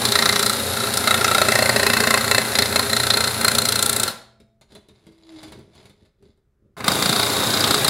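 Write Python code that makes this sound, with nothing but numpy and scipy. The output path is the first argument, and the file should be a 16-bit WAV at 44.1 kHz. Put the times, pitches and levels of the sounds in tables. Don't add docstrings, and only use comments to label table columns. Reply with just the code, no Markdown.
import sys
import numpy as np
from scipy import signal
from scipy.fft import rfft, irfft, next_fast_len
from scipy.io import wavfile
from scipy.ndimage import uniform_filter1d

SR = 44100
rng = np.random.default_rng(int(sys.argv[2]) if len(sys.argv) > 2 else 0)


def generate_wav(signal):
    frames = np.transpose(np.atleast_2d(signal))
    scaled = np.clip(frames, -1, 1) * 32767
    pcm = np.round(scaled).astype(np.int16)
    wavfile.write(sys.argv[1], SR, pcm)


N = 347949
TAPS = 2048
HZ, TIME = np.fft.rfftfreq(TAPS, 1 / SR), np.arange(N) / SR
STOP_S = 4.079

# time in seconds, strokes made.
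CRANK_TURNS = [
    [(-.0162, -1), (.53, 15), (1.2442, 36), (1.4157, 41), (2.003, 58), (3.4805, 101), (4.0325, 117),
     (4.0781, 118)],
    [(6.7671, 0), (6.9178, 4), (7.0235, 7), (7.1958, 12), (7.6394, 25), (7.88, 32)],
]
# pitch in Hz, width in Hz, level in dB.
PLATE_MODES = [
    [(227, 17, -9), (407, 18, -1.5), (600, 98, -6.5), (756, 53, -7), (1058, 49, -5.5), (1556, 110, -7),
     (1882, 68, -3), (2060, 78, -2), (2622, 37, -6)],
    [(229, 89, 1), (696, 210, -8.5), (1023, 88, -2), (1245, 65, -3.5), (1510, 120, -4.5), (2130, 110, -3.5),
     (2670, 140, -13)],
]
# pitch in Hz, width in Hz, level in dB.
PUNCH_MODES = [(7160, 200, 1), (7870, 540, 1), (9000, 120, 4.5), (9470, 2100, -0.5), (10850, 470, -10),
               (12700, 1400, -9), (14500, 2500, -23)]
# pitch in Hz, width in Hz, level in dB.
LOOSE_MODES = [(626, 35, -1), (890, 130, -6), (2140, 91, -4.5), (3545, 51, 0), (3630, 50, -21),
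               (3930, 94, -1), (4430, 81, -3), (4950, 54, -3), (7100, 110, -10)]
# frequency in Hz, level in dB.
BUMP_SPECTRUM = [(35, -39), (60, -2), (215, -2), (280, -10), (419, -1.5), (463, -13.5), (595, -14.5),
                 (774, -50), (1200, -33), (1560, -72), (2640, -120)]
SCRAPE_SPECTRUM = [(350, -26), (600, 0), (807, -6), (875, -7.5), (1280, -8.5), (2130, -11.5), (3060, -11),
                   (3360, -10.5), (4900, -20), (5110, -19), (6000, -17.5), (7060, -24.5), (10400, -17.5),
                   (15000, -44)]


def amp(db):
    return 10 ** (np.asarray(db) / 20)


def unit(x):
    return x / np.sqrt(np.mean(x ** 2) + 1e-20)


def read(points, hz):
    f, value = np.transpose(points)
    return np.interp(np.log(hz + 1), np.log(f + 1), value)


def curves(rows, t=TIME):
    s, *columns = np.transpose(rows)
    return [np.interp(t, s, c) for c in columns]


def add(mix, s, sound):
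    part = mix[max(round(s * SR), 0):][:len(sound)]
    part += sound[:len(part)]


def gate(start, end, rise, fall):
    return np.clip((TIME - start) / rise, 0, 1) * np.clip(1 - (TIME - end) / fall, 0, 1)


def causal(gain):
    log_gain = np.log(np.maximum(gain / gain.max(), 1e-5))
    mirrored = np.r_[log_gain, log_gain[-2:0:-1]]
    return np.fft.ifft(np.exp(np.conj(signal.hilbert(mirrored)))).real


def body(modes):
    hz, width, db = np.transpose(modes)[:, :, None]
    power = (amp(db) ** 2 / (1 + (2 * (HZ - hz) / width) ** 2)).sum(0)
    skirts = 1 + (0.39 * hz.min() / (HZ + 1)) ** 4 + (HZ / (1.9 * hz.max())) ** 4
    return causal(np.sqrt(power / skirts))


def struck(modes, colour_db, detune):
    return body([(hz * (1 + detune * rng.standard_normal()), width,
                  db + colour_db * rng.standard_normal()) for hz, width, db in modes])


def colour(x, spectrum):
    return unit(signal.oaconvolve(x, causal(amp(read(spectrum, HZ))))[:len(x)])


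def grit(per_s, spread_db):
    size = amp(spread_db * np.minimum(rng.exponential(1, N), 4))
    return unit(rng.standard_normal(N) * size * (rng.random(N) < per_s / SR))


def wander(per_s):
    knots = rng.standard_normal(4000)
    return np.interp(TIME * per_s, np.arange(len(knots)), knots)


def blow(response, contact, crack, hold_s, decay_s, alike=0):
    t = np.arange(len(contact)) / SR
    crush = np.sqrt(alike) * contact + np.sqrt(1 - alike) * rng.standard_normal(len(contact))
    crush *= np.exp(-np.maximum(t - hold_s, 0) / decay_s)
    crush /= np.linalg.norm(crush)
    crush[0] += crack
    sound = signal.fftconvolve(crush, response)
    return sound / np.linalg.norm(sound) * np.sqrt(SR / 100)


def feed(t, press_db_per_s=298.5, relax_db_per_s=195.5):
    # start and end in seconds, ring in dB,
    # then knock and snap in dB relative to the ring.
    pushes = [(0.034, 0.113, -16, -9.5, -6), (0.152, .36, -16, -1, -9), (0.402, .496, -17, -2, -2.5),
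              (0.77, .87, -25, 1, -8), (0.949, .972, -19.5, -5, -1), (1.077, 1.118, -15, 3, -5.5),
              (1.236, 1.414, -18.5, 4.5, -4.5), (1.48, 1.683, -19.5, 5.5, -3.5), (1.745, 2.036, -20, 4, -4),
              (2.072, 2.149, -18.5, 6, -2), (2.174, 2.281, -24.5, 2.5, -3), (2.313, 2.38, -17, 2.5, -4),
              (2.555, 2.617, -16.5, -3, -7), (2.766, 2.791, -15, -0.5, -6), (2.89, 3.272, -20, -2.5, -5.5),
              (3.093, 3.127, -12.5, -7, -13), (3.429, 3.489, -16.5, -0.5, -2),
              (3.556, 3.772, -18, -6, -2.5), (3.805, 4.032, -22.5, -4.5, 3), (4.072, 4.08, -21.5, -2.5, -5),
              (6.88, 6.912, -16.5, 1, -5), (7.026, 7.216, -18.5, -1, -6.5), (7.259, 7.506, -24, -4, -6.5),
              (7.537, 7.645, -18.5, -5.5, -10.5), (7.674, 7.736, -19.5, 0, -4.5),
              (7.852, 7.89, -14.5, -4, -3.5)]
    # ring in dB, then knock and snap in dB relative to it.
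    graze = (-30, -6.5, -3)
    start, end, ring, knock, snap = np.transpose(pushes)[:, :, None]
    ring = ring - press_db_per_s * np.maximum(start - t, 0) - relax_db_per_s * np.maximum(t - end, 0)
    pushed = np.array([ring, ring + knock, ring + snap]).max(1)
    grazed = graze[0] + np.array([0, graze[1], graze[2]])[:, None]
    off_stone = (t > STOP_S) & (t < CRANK_TURNS[1][1][0])
    return np.where(off_stone, pushed, np.maximum(pushed, grazed))


def strokes(crank, alternate_db=0.4, chance_db=1.55):
    s, made = np.transpose(crank)
    turn = np.arange(made[-1] + 1)
    times = np.interp(turn, made, s)
    depth_db = -alternate_db * (-1) ** turn + chance_db * rng.standard_normal(len(turn))
    return np.column_stack([times, (feed(times) + depth_db).T])


def cutter(bend_hz=1346, bend_width_hz=54, ring_width_hz=95, ring_mode_db=3.5):
    # pitch in Hz, width in Hz, level in dB.
    cutter_modes = [
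        [(3480, 67, -11.5), (3706, 74, -8.5), (4230, 77, -4), (4096, 170, -1), (4920, 130, -11.5),
         (5370, 1200, -16)],
        [(3230, 96, -5.5), (4116, 140, 2), (4160, 150, -8), (4725, 200, 2.5), (5300, 240, -9)],
    ]
    # time in seconds, ring pitch in Hz, level of the bending mode in dB.
    cut_place = [(.3, 3970, 9), (1.35, 3770, 7.5), (1.6, 4210, -5.5), (2.1, 4190, -4.5), (2.25, 4200, 10.5),
                 (2.33, 4100, -12), (3.1, 4144, 6), (4, 4152, 4.5), (6.9, 3650, -6), (7.8, 3730, 5)]
    out, contacts = np.zeros(N), rng.standard_normal((3, TAPS))
    for crank, plate_modes, near_modes in zip(CRANK_TURNS, PLATE_MODES, cutter_modes):
        for s, ring_db, knock_db, snap_db in strokes(crank):
            contacts = unit(contacts + 0.32 * rng.standard_normal(contacts.shape))
            ring_hz, bend_db = curves(cut_place, s)
            plate = struck([*plate_modes, (bend_hz, bend_width_hz, bend_db)], colour_db=1.85, detune=.008)
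            near = struck([*near_modes, (ring_hz, ring_width_hz, ring_mode_db)],
                          colour_db=3.5, detune=.011)
            punch = struck(PUNCH_MODES, colour_db=2.5, detune=.002)
            knock = blow(plate, contacts[0], crack=.33, hold_s=.0037, decay_s=.0049, alike=.79)
            ring = blow(near, contacts[1], crack=.15, hold_s=.0035, decay_s=.0044, alike=.6)
            snap = blow(punch, contacts[2], crack=.27, hold_s=.0035, decay_s=.0033, alike=.55)
            add(out, s, amp(knock_db) * knock + amp(ring_db) * ring + amp(snap_db) * snap)
    return out


def clunks():
    # start in seconds, pitch in Hz, width in Hz, level in dB.
    hollow_knock = (0, 830, 260, -49.5)
    # start in seconds, level in dB.
    jolts = [(6.7675, -39), (6.805, -28)]
    out, contact = np.zeros(N), rng.standard_normal(TAPS)
    s, hz, width, db = hollow_knock
    add(out, s, amp(db) * blow(body([(hz, width, 0)]), contact, crack=.31, hold_s=.004, decay_s=.018))
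    for s, db in jolts:
        add(out, s, amp(db) * blow(body(PLATE_MODES[1]), contact, crack=.25, hold_s=.0044, decay_s=.007))
    return out


def motor_speed(gearing, sag_hz=430, inertia_s=.05):
    pace = sum(np.gradient(curves(crank)[0]) * SR for crank in CRANK_TURNS)
    load = amp(feed(TIME[::100])).sum(0).repeat(100)[:N]
    load /= load.max()
    surge = load - uniform_filter1d(load, size=SR // 2)
    inertia = np.exp(-1 / (inertia_s * SR))
    sag = signal.lfilter([1 - inertia], [1, -inertia], surge)
    return gearing * uniform_filter1d(pace, size=2600) - sag_hz * sag


def gears(crank_phase, powered, throb=0.24):
    # time in seconds, rumble in dB, hiss in dB.
    running_levels = [
        [(0, -26.5, -28.5), (.7, -30, -30), (1.4, -25.5, -28.5), (2.3, -28.5, -30.5), (3.3, -30, -31),
         (4.05, -31.5, -32.5)],
        [(6.78, -37, -43.5), (6.835, -36, -50), (6.865, -25.5, -30), (6.93, -26, -27), (7.3, -26, -26),
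         (7.89, -25.5, -26)],
    ]
    # frequency in Hz, level in dB.
    gear_spectra = [
        [(32, -34.5), (55, -14.5), (98, -2.5), (160, -7), (223, 3), (304, -9), (409, 0), (523, -4.5),
         (871, -5.5), (1170, -10), (1360, -5), (2620, -14), (2800, -14), (3640, -45.5), (6160, -120)],
        [(32, -43), (55, -19), (75, -8.5), (152, -2.5), (299, -5.5), (409, -1.5), (523, -5.5), (597, -4),
         (1470, -9), (2800, -15.5), (3640, -45), (6160, -120)],
    ]
    grind_spectra = [
        [(1650, -43), (2800, -11), (3750, 1), (4310, 0), (4630, -4), (6380, -10), (7280, -5.5), (8480, -9.5),
         (9530, -1.5), (10600, -8), (11500, -6.5), (13600, -10.5), (16000, -21.5)],
        [(1650, -31), (2800, -15), (3220, -10), (3750, 1.5), (4370, -10), (4870, -9.5), (5680, -14.5),
         (7280, -11), (8550, -13), (11500, -13), (15200, -20.5), (16000, -15.5)],
    ]
    out = np.zeros(N)
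    for on, levels, gear_tone, grind_tone in zip(powered, running_levels, gear_spectra, grind_spectra):
        rumble_db, hiss_db = curves(levels)
        rumble = amp(rumble_db) * colour(grit(per_s=6000, spread_db=3), gear_tone)
        hiss = amp(hiss_db) * colour(grit(per_s=20000, spread_db=1.5), grind_tone)
        out += on * (rumble + hiss * (1 + throb * np.sin(5 * crank_phase)))
    return out


def crank_hum(crank_phase):
    # multiple of the stroke rate, relative level in dB.
    harmonics = [(3, -39.5), (4, -34.5), (8, -40.5), (14, -39), (15, -50), (19, -40), (23, -43.5)]
    out = np.zeros(N)
    for multiple, db in harmonics:
        level = amp(db + 3.2 * wander(11))
        out += level * np.sin(multiple * crank_phase + 0.55 * wander(16) + 2 * np.pi * rng.random())
    return out


def motor_whine(hz, onset_hz=(10200, 10700)):
    flutter = amp(1.3 * wander(90))
    phase = 2 * np.pi * np.cumsum(hz + 22 * wander(250)) / SR
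    return np.interp(hz, onset_hz, [0, 1]) * flutter * np.sin(phase)


def motor(gearing=380.3, whine_db=-36, hum_db=-1, restart_hum_db=-4):
    whine_hz = motor_speed(gearing)
    crank_phase = 2 * np.pi * np.cumsum(whine_hz) / gearing / SR
    first, second = gate(-1, 4.093, .01, .041), gate(6.77, 8, .0078, .01)
    rattle = gears(crank_phase, powered=(first, second))
    hum = crank_hum(crank_phase) * (amp(hum_db) * first + amp(restart_hum_db) * second)
    whine = amp(whine_db) * (first + second) * motor_whine(whine_hz)
    up_to_speed = (whine_hz / whine_hz.max()) ** 4
    return rattle + whine, up_to_speed * hum


def frame():
    # pitch in Hz, level in dB, seconds to fall by 60 dB.
    frame_modes = [(121, -56, 3.6), (218, -60.5, 5.1), (670, -57, 2.4)]
    age = np.maximum(TIME - STOP_S, 0)
    ringing = sum(amp(db - 60 * age / t60) * np.sin(2 * np.pi * hz * age) for hz, db, t60 in frame_modes)
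    return ringing * gate(STOP_S, 4.6, .013, .12)


def clinks(detune=0.025, count=6):
    out = np.zeros(N)
    for _ in range(count):
        modes = [(hz * (1 + detune * rng.uniform(-1.4, 1)), width, db) for hz, width, db in LOOSE_MODES]
        catches = grit(per_s=55, spread_db=3) * amp(4 * wander(10))
        out += signal.oaconvolve(catches, body(modes))[:N]
    return unit(out)


def sliding(bump_db=-5, scrape_db=-3, clink_db=0.5, contact_db=-73):
    # middle and half length in seconds, relative bumping and scraping in dB.
    shoves = [(4.732, 0.033, -50, -53.5), (5.026, 0.15, -56, -62), (5.413, 0.15, -52, -49),
              (5.563, 0.049, -40.5, -57.5), (5.671, 0.037, -49, -70), (5.81, 0.083, -51.5, -53),
              (6.034, 0.045, -53, -63), (6.267, 0.055, -51.5, -66), (6.67, 0.046, -55, -86.5)]
    middle, half, bumps_db, scrapes_db = np.transpose(shoves)[:, :, None]
    swell = np.exp(-((TIME - middle) / half) ** 2)
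    bump_gain = amp(bump_db) * (amp(contact_db) + (amp(bumps_db) * swell).sum(0))
    scrape_gain = amp(scrape_db) * (amp(scrapes_db) * swell).sum(0)
    rasp = colour(grit(per_s=2200, spread_db=2), SCRAPE_SPECTRUM)
    scrape = unit(rasp + amp(clink_db) * clinks())
    bump = colour(grit(per_s=810, spread_db=3), BUMP_SPECTRUM)
    return (bump_gain * bump + scrape_gain * scrape) * gate(4.0, 8.6, .06, .037)


def plate_knocks(ringing_db=0.5, tick_db=-11):
    # start in seconds, thud in dB, clack in dB.
    knocks = [(4.401, -47.5, -56.5), (4.612, -54, -51.5), (4.721, -46.5, -54.5), (4.751, -42.5, -42.5),
              (4.886, -46.5, -52), (5.067, -42, -53.5), (5.122, -66.5, -62.5), (5.18, -66, -65),
              (5.431, -43, -40.5), (5.477, -45, -50), (5.521, -45, -42), (5.59, -45.5, -54),
              (5.752, -48, -52.5), (5.855, -52.5, -50), (5.896, -51, -53), (6.055, -57.5, -66),
              (6.225, -47, -63), (6.375, -67, -73)]
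    dull, rasp = causal(amp(read(BUMP_SPECTRUM, HZ))), unit(causal(amp(read(SCRAPE_SPECTRUM, HZ))))
    out = np.zeros(N)
    for s, thud_db, clack_db in knocks:
        contact = rng.standard_normal(TAPS)
        stone = rasp + amp(ringing_db) * unit(struck(LOOSE_MODES, colour_db=4.5, detune=.03))
        thud = blow(dull, contact, crack=.46, hold_s=.003, decay_s=.041)
        clack = blow(stone, contact, crack=.18, hold_s=.0052, decay_s=.016)
        tick = blow(body(PUNCH_MODES), contact, crack=.54, hold_s=.0015, decay_s=.006)
        add(out, s, amp(thud_db) * thud + amp(clack_db) * (clack + amp(tick_db) * tick))
    return out


def moan(overtone_db=-23):
    # time in seconds, pitch in Hz, level in dB.
    glide = [(5.08, 328, -53), (5.206, 327, -60), (5.33, 324.6, -42), (5.366, 314, -40), (5.408, 313, -51),
             (5.456, 310.5, -42), (5.53, 316, -57)]
    hz, db = curves(glide)
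    phase = 2 * np.pi * np.cumsum(hz * (1 + 0.00382 * wander(60))) / SR
    overtones = np.sin(2 * phase + wander(50)) + .5 * np.sin(3 * phase + np.pi * wander(36))
    tone = np.sqrt(2) * (np.sin(phase) + amp(overtone_db) * overtones)
    return amp(db) * tone * gate(5.06, 5.6, .0079, .023)


def room_tone(level_db=-66.5):
    # frequency in Hz, level in dB.
    spectrum = [(15, -36), (25, -3), (66, -2), (131, -7), (202, -22), (363, -23), (952, -34.5),
                (1310, -30.5), (2930, -44), (15000, -50.5)]
    return amp(level_db) * colour(rng.standard_normal(N), spectrum)


def workshop(x):
    # frequency in Hz, seconds to fall by 60 dB.
    decay_times = [(100, 0.35), (260, 0.47), (700, 0.54), (1840, 0.47), (4850, .44), (14000, 0.26)]
    onset = np.clip((np.arange(SR) / SR - .005) / .0011, 0, 1)
    echoes = rng.standard_normal(SR) * (rng.random(SR) < .1) * onset
    hz, t, bands = signal.stft(echoes, SR, nperseg=256)
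    tail = signal.istft(bands * amp(-60 * t / read(decay_times, hz)[:, None]), SR, nperseg=256)[1]
    return signal.fftconvolve(x, tail / np.linalg.norm(tail))[:N]


def stereo(x):
    # frequency in Hz, left minus right in dB.
    tilt = [(900, 0), (1800, -1), (4200, -.7), (6400, 1.5), (8000, 8), (10000, 9), (15000, 6.5)]
    # frequency in Hz, lead of the left in radians.
    lead = [(8500, 0), (9990, -1), (11600, 0)]
    # frequency in Hz, level in dB.
    width = [(350, -76), (700, -57.5), (1200, -56.5), (2400, -35.5), (4200, -26), (9800, -19.5)]
    size = next_fast_len(N + TAPS)
    hz, mid = np.fft.rfftfreq(size, 1 / SR), rfft(x, size)
    ratio = amp(read(tilt, hz)) * np.exp(1j * read(lead, hz))
    scatter = rng.standard_normal(TAPS) * np.exp(-np.arange(TAPS) / SR / .012)
    diffuse = mid * rfft(scatter / np.linalg.norm(scatter), size) + rfft(workshop(x), size)
    side = mid * (ratio - 1) / (ratio + 1) + amp(read(width, hz)) * diffuse
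    return irfft(np.array([mid + side, mid - side]), size)[:, :N]


def scene(cutter_room_db=-16, motor_room_db=-5, handling_room_db=-8):
    bites = cutter() + clunks()
    drive, hum = motor()
    handling = sliding() + plate_knocks() + moan()
    send = amp(cutter_room_db) * bites + amp(motor_room_db) * drive + amp(handling_room_db) * handling
    return stereo(bites + drive + hum + handling + frame() + workshop(send) + room_tone())


def record(dry, cutoff_hz=15850):
    limited = dry / (1 + dry ** 6) ** (1 / 6)
    lowpass = signal.firwin(401, cutoff_hz, window=("kaiser", 8), fs=SR)
    return signal.oaconvolve(limited, lowpass[None], "same")


dry = scene()
out = record(dry)
generate_wav(out)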